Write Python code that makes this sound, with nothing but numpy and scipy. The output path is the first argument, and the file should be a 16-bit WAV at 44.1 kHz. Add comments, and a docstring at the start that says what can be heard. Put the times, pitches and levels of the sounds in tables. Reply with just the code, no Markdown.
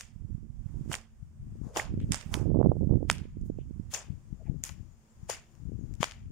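"""First a faint snap of a leather whip and gusts of wind, then ever more strokes on a lawn beside a house.
Each stroke is noise that swells to the snap, then fades as the garden scatters it back; each snap is
a short shock with a flutter of noise, returned by four walls. Wind is a crowd of short pressure swings
that thump the two microphone ports. Filtered noise makes the leaves, a far drone and brief puffs;
gliding sines make the low singing of the lash and a small bird."""
import sys
import numpy as np
from scipy import signal
from scipy.fft import rfft, irfft, next_fast_len
from scipy.io import wavfile
from scipy.ndimage import uniform_filter1d, map_coordinates

SR = 44100
rng = np.random.default_rng(int(sys.argv[2]) if len(sys.argv) > 2 else 0)


def unload_wav(signal):
    """Save mono or channel-first audio to the path in sys.argv[1] as 16-bit WAV at rate SR, clipped to [-1, 1]."""
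    wavfile.write(
        sys.argv[1],
        SR,
        np.round(np.clip(np.atleast_2d(signal).T, -1, 1) * 32767).astype(np.int16),
    )


N = 278446  # length in samples


def amp(db):
    """Turn dB into a plain factor."""
    return 10 ** (np.asarray(db) / 20)


def unit(x):
    """Scale each channel to an rms of 1."""
    return x / np.sqrt(np.mean(x ** 2, axis=-1, keepdims=True) + 1e-20)


def along(points, hz):
    """Read a curve of (Hz, value) points on a log-frequency axis."""
    f, v = np.transpose(points)
    return np.interp(np.log(hz + 1), np.log(f + 1), v)


def curves(rows):
    """One value per sample for each column after the time."""
    s, *columns = np.transpose(rows)
    return np.array([np.interp(np.arange(N) / SR, s, c) for c in columns])


def wobble(rate):
    """A smooth random curve for each port, with rate knots a second."""
    knots = rng.standard_normal((2, int(N * rate / SR) + 4))
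    return np.array([map_coordinates(k, [np.arange(N) * rate / SR]) for k in knots])


def filtered(x, response):
    """Filter x by a response given as a function of frequency in Hz."""
    m = next_fast_len(x.shape[-1] + 8192)
    spectrum = rfft(x, m) * response(np.fft.rfftfreq(m, 1 / SR))
    return irfft(spectrum, m)[..., :x.shape[-1]]


def without_bass(x, corner_hz):
    """Weaken everything below the corner."""
    return filtered(x, lambda f: f ** 2 / (f ** 2 + corner_hz ** 2))


def bell(hz, centre_hz, octaves):
    """A bump of height 1 on the log-frequency axis."""
    return np.exp(-.5 * (np.log2((hz + 1) / centre_hz) / octaves) ** 2)


def add(track, s, piece):
    """Mix a piece in from time s; the track starts half a second early."""
    at = round((s + .5) * SR)
    track[..., at:at + piece.shape[-1]] += piece


def trimmed(track):
    """Drop the early half second and everything after the end."""
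    return track[:, SR // 2:][:, :N]


# Steady far drone. Each row: pitch in Hz, width in Hz, level in dB.
HUMS = [(138.7, 75, -68.5), (223.4, 13, -67.5), (339, 6.7, -81.5)]


def drone():
    """Narrow bands of noise hum far away, each wavering a little in level."""
    total = 0
    for hz, width, db in HUMS:
        band = filtered(rng.standard_normal(N), lambda f: 1 / (1 + (2 * (f - hz) / width) ** 2))
        total = total + amp(db + 0.5 * wobble(25)[0]) * unit(band)
    return total


# Loudness of leaves and lash in the air. Each row: time in seconds, level in dB, left minus right in dB.
AIR = [(0.0, -74.5, -4.5), (0.45, -76.5, -3.5), (0.91, -67, -3), (1.07, -74.5, -2.5), (1.37, -75, -7.5),
       (1.67, -69.5, -0.5), (1.85, -76.5, 4.5), (2.24, -61.5, -8), (2.46, -78.5, -13), (2.85, -73, -5),
       (3.35, -75.5, 2.5), (4.04, -71, -1.5), (4.66, -72.5, 2), (5.36, -68.5, 1.5), (5.73, -72, 0.5),
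       (6.1, -69, 7), (6.31, -74.5, -0.5)]
# Colour of that hiss. Each row: frequency in Hz, relative level in dB per Hz.
LEAF_COLOUR = [(180, -21.5), (300, -6), (580, -9), (1000, -11), (3000, -21), (4100, -23.5), (5200, -20),
               (7500, -23), (10700, -29), (13000, -33.5), (14800, -25), (16000, -36)]


def leaves():
    """Leaves and lash hiss as coloured noise, alike at both ports only in the bass."""
    air_db, pan_db = curves(AIR)

    def mid_and_side(f):
        likeness = along([(300, 0.85), (1400, 0.063), (3000, 0.019)], f)
        angle = np.arccos(likeness) / 2
        return amp(along(LEAF_COLOUR, f)) * [np.cos(angle), np.sin(angle)]

    mid, side = filtered(rng.standard_normal((2, N)), mid_and_side)
    level_db = air_db + np.outer([.5, -.5], pan_db) + .8 * wobble(8.5)
    return amp(level_db) * unit(np.array([mid + side, mid - side]))


# Single strong eddies. Each row: time in seconds, port (0 left, 1 right), strength in dB, size in ms.
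THUMPS = [(0.163, 1, -27.5, 1.9), (0.25, 1, -25.5, 1.9), (0.351, 1, -18, 2), (0.503, 1, -25.5, 2.2),
          (0.598, 1, -21.5, 3.8), (0.663, 1, -18, 2.4), (0.759, 1, -19, 3.4), (0.811, 1, -22.5, 1.26),
          (0.898, 1, -27, 0.84), (1.23, 0, -25, 2.4), (1.429, 0, -26.5, 3), (1.556, 0, -33.5, 0.82),
          (1.616, 0, -21.5, 1.18), (1.669, 0, -22.5, 1.3), (1.941, 1, -17, 1.03), (1.976, 1, -16.5, 1.02),
          (2.043, 1, -13.5, 2.1), (2.11, 1, -12, 1.5), (2.264, 1, -21, 1.86), (2.375, 1, -16.5, 0.7),
          (2.458, 1, -17, 0.71), (2.496, 1, -18.5, 0.94), (2.517, 1, -16, 0.68), (2.56, 1, -10, 0.71),
          (2.614, 1, -5, 0.52), (2.629, 1, -17, 0.32), (2.661, 1, -6.5, 0.53), (2.671, 1, -5.5, 0.84),
          (2.696, 1, -3, 2.1), (2.718, 1, -8, 0.46), (2.768, 1, -21.5, 0.61), (2.81, 1, -24, 0.56),
          (2.832, 1, -18, 0.68), (2.874, 1, -18, 1.14), (2.912, 1, -5.5, 1.9), (2.957, 1, -10, 1.43),
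          (3.029, 1, -15, 0.62), (3.255, 1, -30, 0.77), (3.371, 1, -22.5, 1.05), (3.501, 1, -14.5, 0.81),
          (3.588, 1, -22.5, 0.67), (3.71, 1, -24.5, 0.98), (3.799, 1, -18.5, 1.35), (4.105, 0, -19.5, 1.98),
          (4.329, 0, -20, 1.62), (4.499, 0, -11.5, 1.76), (4.811, 0, -25.5, 2.4), (5.233, 0, -28.5, 2.3),
          (5.657, 0, -25, 1.9), (5.72, 0, -29, 0.75), (5.791, 0, -28.5, 0.97), (6.007, 0, -15.5, 1.47),
          (6.267, 0, -26, 2.4)]
# Wind at the left port. Each row: time in seconds, level in dB.
WIND_LEFT = [(0.02, -76.5), (0.22, -62), (0.7, -58), (0.84, -48), (1.02, -71), (1.2, -48), (1.62, -36),
             (1.82, -53.5), (1.93, -33), (2.12, -31.5), (2.22, -61), (2.32, -44), (2.5, -51), (2.72, -35.5),
             (3.05, -51), (3.42, -41), (3.65, -49.5), (4.0, -55.5), (4.12, -31.5), (4.22, -49),
             (4.32, -35.5), (4.42, -43.5), (4.52, -29), (4.63, -41), (4.85, -39), (5.08, -66),
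             (5.23, -41.5), (5.45, -60), (5.7, -30), (6.0, -38.5), (6.14, -49), (6.32, -35.5)]
# Wind at the right port. Each row: time in seconds, level in dB.
WIND_RIGHT = [(0.02, -54.5), (0.24, -36.5), (0.44, -36), (0.52, -44.5), (0.62, -36.5), (0.92, -32),
              (1.02, -56), (1.3, -51.5), (1.42, -43), (1.6, -51), (1.95, -28), (2.12, -30.5), (2.22, -47.5),
              (2.36, -27.5), (2.62, -15.5), (2.8, -26.5), (2.92, -20), (3.08, -31.5), (3.22, -33),
              (3.32, -43), (3.42, -32.5), (3.82, -36), (4.0, -50), (4.5, -61), (5.1, -63), (5.32, -47),
              (5.5, -63.5), (6.0, -57), (6.22, -45)]


def eddies(s, size_ms, gain, turn, cycles):
    """Short pressure swings, each a cosine that swells and dies, summed into one port."""
    t = np.arange(-500, 500)  # samples
    u = t / (size_ms[:, None] * SR / 1000)
    swell = gain[:, None] * np.hanning(len(t)) / np.cosh(0.98 * u)
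    swing = swell * np.cos(cycles * u + turn[:, None])
    at = np.round(s * SR).astype(int)[:, None] + t + 500
    return np.bincount(at.ravel(), swing.ravel(), N + 1000)[500:][:N]


def wind():
    """Eddies tumble over each port on its own; stronger wind makes them smaller, so brighter."""
    out = np.zeros((2, N))
    level_db = np.concatenate([curves(WIND_LEFT), curves(WIND_RIGHT)])
    s, port, db, size = np.transpose(THUMPS)
    turns = rng.uniform(0, 2 * np.pi, len(s))
    rumble = unit(filtered(rng.standard_normal((2, N)), lambda f: bell(f, 86, 0.78)))
    lumps = amp(2.4 * wobble(25) + 1.5 * wobble(9))  # the tumbling comes in clusters
    for k in range(2):
        when, spread, strength, turn = rng.random((4, 4200))
        speed = amp(0.37 * (level_db[k][(when * (N - 1)).astype(int)] + 38.5))
        scale = np.clip((1.07 + 6 * spread ** 1.47) / speed, .33, 4.5)  # ms
        gain = amp(9.6 * strength) * scale ** -.3
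        tumble = eddies(when * (N - 1) / SR, scale, gain, 2 * np.pi * turn, cycles=0.98)
        rumble_gain = amp(-8.0 - 0.04 * (level_db[k] + 39.5))  # its share shrinks in strong wind
        blend = unit(lumps[k] * unit(tumble) + rumble_gain * rumble[k])
        mine = np.round(port) == k
        thumps = eddies(s[mine], size[mine], amp(db[mine]), turns[mine], cycles=1.227)
        out[k] = amp(level_db[k]) * blend + thumps
    return without_bass(out, 22)


# Brief puffs of coloured noise: brushes, thuds, whistling and bodies of strokes, an echo.
# Each row: time in seconds, centre in Hz, width in octaves, length in ms, left level in dB, right level in dB.
PUFFS = [(0.689, 1090, 1.4, 5.6, -71, -70), (.76, 780, 0.74, 59, -77, -73),
         (.915, 1200, 1.9, 5.5, -66, -50), (0.931, 3010, 0.32, 3.4, -58, -33),
         (1.68, 740, 1.34, 39, -61, -65), (1.68, 5560, 1.4, 45, -72, -76),
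         (1.71, 513, 0.48, 34, -55.5, -56), (1.762, 3060, 0.29, 2.2, -41, -45),
         (1.772, 507, 1.3, 4.2, -32, -25.5), (1.799, 1900, .5, 1.5, -32, -23.5),
         (2.023, 2500, 0.85, 17, -62.5, -66), (3.116, 1300, .9, 2.5, -43, -37.5),
         (3.466, 9000, 2.3, 14, -72.5, -74.5), (3.609, 2770, 0.5, 19, -69.5, -79),
         (3.924, 3300, 2.7, 9.5, -50.5, -53), (3.945, 6360, 0.29, 3.2, -32.5, -46),
         (4.47, 2100, 0.63, 17, -69, -70.5), (4.697, 980, 2.2, 3.4, -48, -58),
         (5.298, 600, 1.07, 2.4, -25.5, -36)]


def puffs():
    """Brief puffs of coloured noise swell and fade, partly alike at both ports."""
    out = np.zeros((2, N + 2 * SR))
    t = np.arange(-SR // 4, SR // 4) / SR
    for s, hz, octaves, ms, left_db, right_db in PUFFS:
        noise = rng.standard_normal((2, len(t))) + 1.3 * rng.standard_normal(len(t))
        puff = unit(filtered(noise, lambda f: bell(f, hz, octaves / 2)))
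        envelope = np.exp(-.5 * (t / (ms / 1000)) ** 2)
        add(out, s - 1 / 4, amp([[left_db], [right_db]]) * puff * envelope)
    return trimmed(out)


# Gliding tones, the lash singing low and the bird high. Each row: start in seconds, length in seconds,
# first, middle and last pitch in Hz, left level in dB, right level in dB.
TONES = [(4.394, 0.045, 707, 600, 559, -57, -54.5), (4.456, 0.057, 776, 756, 720, -62.5, -56.5),
         (4.907, 0.028, 6800, 6880, 6860, -77, -84), (5.097, 0.038, 7250, 7270, 7300, -73, -84),
         (5.505, 0.03, 6900, 7030, 6900, -78, -83.5), (5.79, 0.037, 6400, 6800, 6300, -75, -83),
         (5.817, 0.026, 6300, 6550, 7360, -76, -82)]


def gliding_tones():
    """The lash and the bird sound as thin sines that bend through three pitches."""
    out = np.zeros((2, N + 2 * SR))
    for s, length, first, middle, last, left_db, right_db in TONES:
        u = np.linspace(0, 1, round(length * SR))
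        # a parabola through the three pitches
        pitch = first * (1 - u) * (1 - 2 * u) + 4 * middle * u * (1 - u) + last * u * (2 * u - 1)
        pitch = pitch + 1800 * uniform_filter1d(rng.standard_normal(len(u)), size=300)  # unsteady in the wind
        envelope = np.sqrt(np.sin(np.pi * u) ** 2)
        tone = envelope * np.sin(2 * np.pi * np.cumsum(pitch) / SR)
        add(out, s, amp([[left_db], [right_db]]) * tone)
    return trimmed(out)


# Strokes of the lash. Each row: time of the snap in seconds, rise in ms per 20 dB, hold in ms,
# left and right level in dB, bass in dB, left and right ring in dB, top in dB, tail stretch as a factor.
STROKES = [(-.02, 20, 3.7, -43, -39, -13, 3, 3.5, -3.5, 1.04),
           (0.928, 28, 2.4, -39, -32.5, -2.5, 1.5, 0.5, -3.5, 0.86),
           (1.772, 24, 8.7, -31, -29.5, 1.5, 0.5, -7, -6, 0.93),
           (2.119, 6, 29, -40.5, -31, -11, -1.5, -1.5, -15, 1.15),
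           (2.341, 33, 3.2, -45, -42, 7.5, -0.5, 3.5, 1, 1.21),
           (3.098, 14.5, 21.2, -38, -36, -9.5, -9.5, -9, -9.5, 1.29),
           (3.939, 12.5, 18, -34.5, -35, -3, 3, 1, -6.5, 0.97),
           (4.637, 4.5, 31.4, -41.5, -45, -10.5, 1.5, 4, 1.5, 1),
           (5.297, 11, 12.3, -32.5, -32, -8.5, 1, -5, -5.5, 0.95),
           (6.012, 9, 30.6, -32, -36.5, -10, -7, -14, -13, 1.19)]
# Fading of the garden before the tail stretch. Each row: frequency in Hz, time to fall 60 dB in seconds.
GARDEN = [(400, 0.32), (1000, 0.29), (2800, .34), (7000, 0.22), (14000, 0.18)]
# Microphone colour, also heard in the snaps. Each row: frequency in Hz, gain in dB.
PORTS = [(200, -4.5), (600, 10.5), (1500, 0.5), (3000, -3), (4000, -7), (5200, -2), (8000, -5),
         (11000, -7.5), (13000, -14), (14800, -7), (16000, -22.5)]
RING_HZ, RING_WIDTH_HZ = 6800, 1400  # pitch that some strokes favour
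# Late answer of farther houses: level under the stroke, time to fall 60 dB, favoured pitch.
FAR_DB, FAR_T60_S, FAR_HZ = -20.5, .6, 2200


def strokes():
    """The lash hisses ever louder up to the snap; the garden scatters it back, treble dying first."""
    out = np.zeros((2, N + 2 * SR))
    for s, rise, hold, left_db, right_db, bass_db, ring_l_db, ring_r_db, top_db, stretch in STROKES:
        hz, t, z = signal.stft(rng.standard_normal((2, SR * 3 // 4)), SR, nperseg=128)
        t = t - 1 / 4  # the snap is at 0
        t60 = stretch * along(GARDEN, hz)[:, None]
        rise_db = 20 * np.minimum(t, 0) / (rise / 1000)
        shape_db = rise_db - 60 * np.maximum(t - hold / 1000, 0) / t60
        tilt_db = along([(900, bass_db), (2000, 0), (8000, 0.0083), (11000, top_db)], hz)
        ring_shape = np.exp(-.5 * ((hz - RING_HZ) / RING_WIDTH_HZ) ** 2)
        ring_db = np.array([[ring_l_db], [ring_r_db]]) * ring_shape
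        far = amp(FAR_DB - 60 * t / FAR_T60_S) * (t > hold / 1000) * bell(hz, FAR_HZ, 1.1)[:, None]
        # the noise is uneven, in random patches of time and pitch
        patches = uniform_filter1d(rng.standard_normal(z.shape), size=3, axis=1)
        patches = uniform_filter1d(patches, size=3, axis=2)
        clumps_db = 3 * unit(patches) + 1.3 * rng.standard_normal((2, 1, len(t)))
        # lower tones reach both ports more alike
        shared = along([(600, 0.28), (1500, 0.13), (4000, 0.041)], hz)[:, None]
        z[1] = np.sqrt(shared) * z[0] + np.sqrt(1 - shared) * z[1]
        colour_db = along(PORTS, hz) + tilt_db + ring_db + np.array([[left_db], [right_db]])
        z = z * amp(colour_db[..., None] + clumps_db) * np.hypot(amp(shape_db), far)
        add(out, s - 1 / 4, without_bass(signal.istft(z, SR, nperseg=128)[1], 330))
    return trimmed(out)


# Snaps of the tip and their strongest single echoes. 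Each row: time in seconds,
# left and right shock level in dB, lag of the left in ms, shock width in ms, flutter in dB, echo in dB.
CRACKS = [(0.0096, -35.5, -35.5, -0.082, 0.068, 9.5, -6), (0.9166, -36, -31, -0.067, 0.17, 10, -6),
          (0.9315, -22.5, -14, -0.019, 0.052, -8.5, -1), (0.9419, -19.5, -19.5, 0.14, 0.12, 0, -14),
          (0.9528, -25, -12.5, 0.23, 0.047, -21, -24), (1.7623, -17, -27, 0.17, 0.16, -7, 0),
          (1.772, -28.5, -25.5, 0.13, 0.085, 13, -6), (1.798, -32, -25.5, 0.051, 0.23, -6, 6),
          (2.0027, -41, -36.5, 0.1, 0.077, -27, -2), (2.121, -13.5, -6.5, -0.071, 0.046, -9.5, -3),
          (2.1449, -27.5, -17, 0.23, 0.091, 4, 4), (2.2117, -32, -24, -0.21, 0.064, -17, -7),
          (2.3415, -16.5, -9.5, -0.26, 0.074, -6, -8), (3.1, -2, -0.5, -0.04, 0.1, -8, -4),
          (3.4142, -53, -61, 0.001, 0.034, -1, -9), (3.939, -16.5, -35, 0.075, 0.045, -4, -5),
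          (3.944, -24.5, -35, 0.34, 0.048, 4, -6), (3.948, -24.5, -28, -0.15, 0.12, 3, 10),
          (4.6384, -14.5, -17.5, -0.12, 0.037, -4, 0), (4.693, -26.5, -36, -0.31, 0.073, -13, -11),
          (5.3, -21, -29, -0.029, 0.041, 5.5, -12), (5.5525, -56, -56, .01, 0.066, 2.5, -9),
          (5.9397, -43.5, -46, -0.15, 0.046, -0.5, 9), (6.0098, -28, -48.5, -0.017, 0.053, -25, -16),
          (6.0305, -10.5, -18.5, 0.3, 0.17, 6, -2), (6.0421, -14, -10, 0.22, 0.093, -25, -10),
          (6.1118, -25.5, -55, -0.11, 0.062, -21, -14), (6.1206, -30, -28.5, 0.007, 0.067, -23, -11)]
# Walls that return every row above, the house on the right first. Each row: delay in seconds,
# left and right gain in dB, lag of the left in ms, flutter in dB.
WALLS = [(0.013, -26, -14.5, 0.0076, 4), (0.0287, -27, -22.5, .1, -3.3), (.054, -27, -32, -.1, -15),
         (.083, -27, -25.5, -0.11, -35)]
ECHO_WIDTH_MS = 0.058
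FLUTTER_ALIKE = .6  # share of the flutter power that both ports hear alike


def echoes():
    """Every wall returns every row of CRACKS, weaker than the louder side of it."""
    rows = []
    for s, left_db, right_db, *_, echo_db in CRACKS:
        level_db = max(left_db, right_db) + echo_db
        for delay, wall_l_db, wall_r_db, lag, flutter_db in WALLS:
            rows.append((s + delay, level_db + wall_l_db, level_db + wall_r_db, lag, ECHO_WIDTH_MS, flutter_db))
    return rows


def cracks():
    """Each snap or echo is a short shock, push then pull, in a flutter of the frayed tip."""
    out, t = np.zeros((2, N + SR)), np.arange(-300, 500) / SR
    for s, left_db, right_db, lag, width, flutter_db in [row[:-1] for row in CRACKS] + echoes():
        u = (t - np.array([[lag], [-lag]]) / 2000) / (width / 1000)  # time in shock widths
        push = np.exp(-np.where(u < 0, .6, 2.5) * u ** 2)
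        pull = .5 * np.exp(-1.2 * (u - 1.3) ** 2) + 0.15 * np.exp(-.15 * (u - 3.5) ** 2)
        shock = without_bass(push - pull, 4 / width ** 2)  # a narrow shock carries little bass
        both, own = rng.standard_normal(len(t)), rng.standard_normal(u.shape)
        noise = np.sqrt(FLUTTER_ALIKE) * both + np.sqrt(1 - FLUTTER_ALIKE) * own
        swell = np.where(t < 0, amp(20 * t / .0013), amp(-20 * t / .0024))
        flutter = filtered(noise * swell, lambda f: amp(along(PORTS, f)) * (bell(f, 300 / width, 1.0) + 0.1))
        add(out, s - 300 / SR, amp([[left_db], [right_db]]) * (shock + amp(flutter_db) * flutter))
    return trimmed(out)


def scene():
    """All layers together, from the background to the snaps."""
    return drone() + leaves() + wind() + puffs() + gliding_tones() + strokes() + cracks()


# Cavities in front of the left, then the right microphone. Each row: pitch in Hz, width in Hz,
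# gain as a factor (below 0 makes a dip).
CAVITIES = [
    [(6984, 770, 3), (8150, 1800, -0.66), (3940, 560, -0.25)],
    [(8500, 980, 1.3), (6300, 180, -0.34), (4150, 810, -0.65)],
]
TOP_HZ = 16100  # band limit


def record(dry):
    """Port cavities ring, the input rounds off the loudest peaks, and a steep filter removes the top."""
    def resonance(f, centre, width, gain):
        return 1 + gain * 1j * f * width / (centre * centre - f * f + 1j * f * width)

    def cavity(f):
        return [np.prod([resonance(f, *row) for row in port], axis=0) for port in CAVITIES]

    x = filtered(dry, cavity)
    x = x / (1 + np.abs(x / .95) ** 6) ** (1 / 6)
    return filtered(x, lambda f: 1 / (1 + (f / TOP_HZ) ** 120))


dry = scene()
out = record(dry)
unload_wav(out)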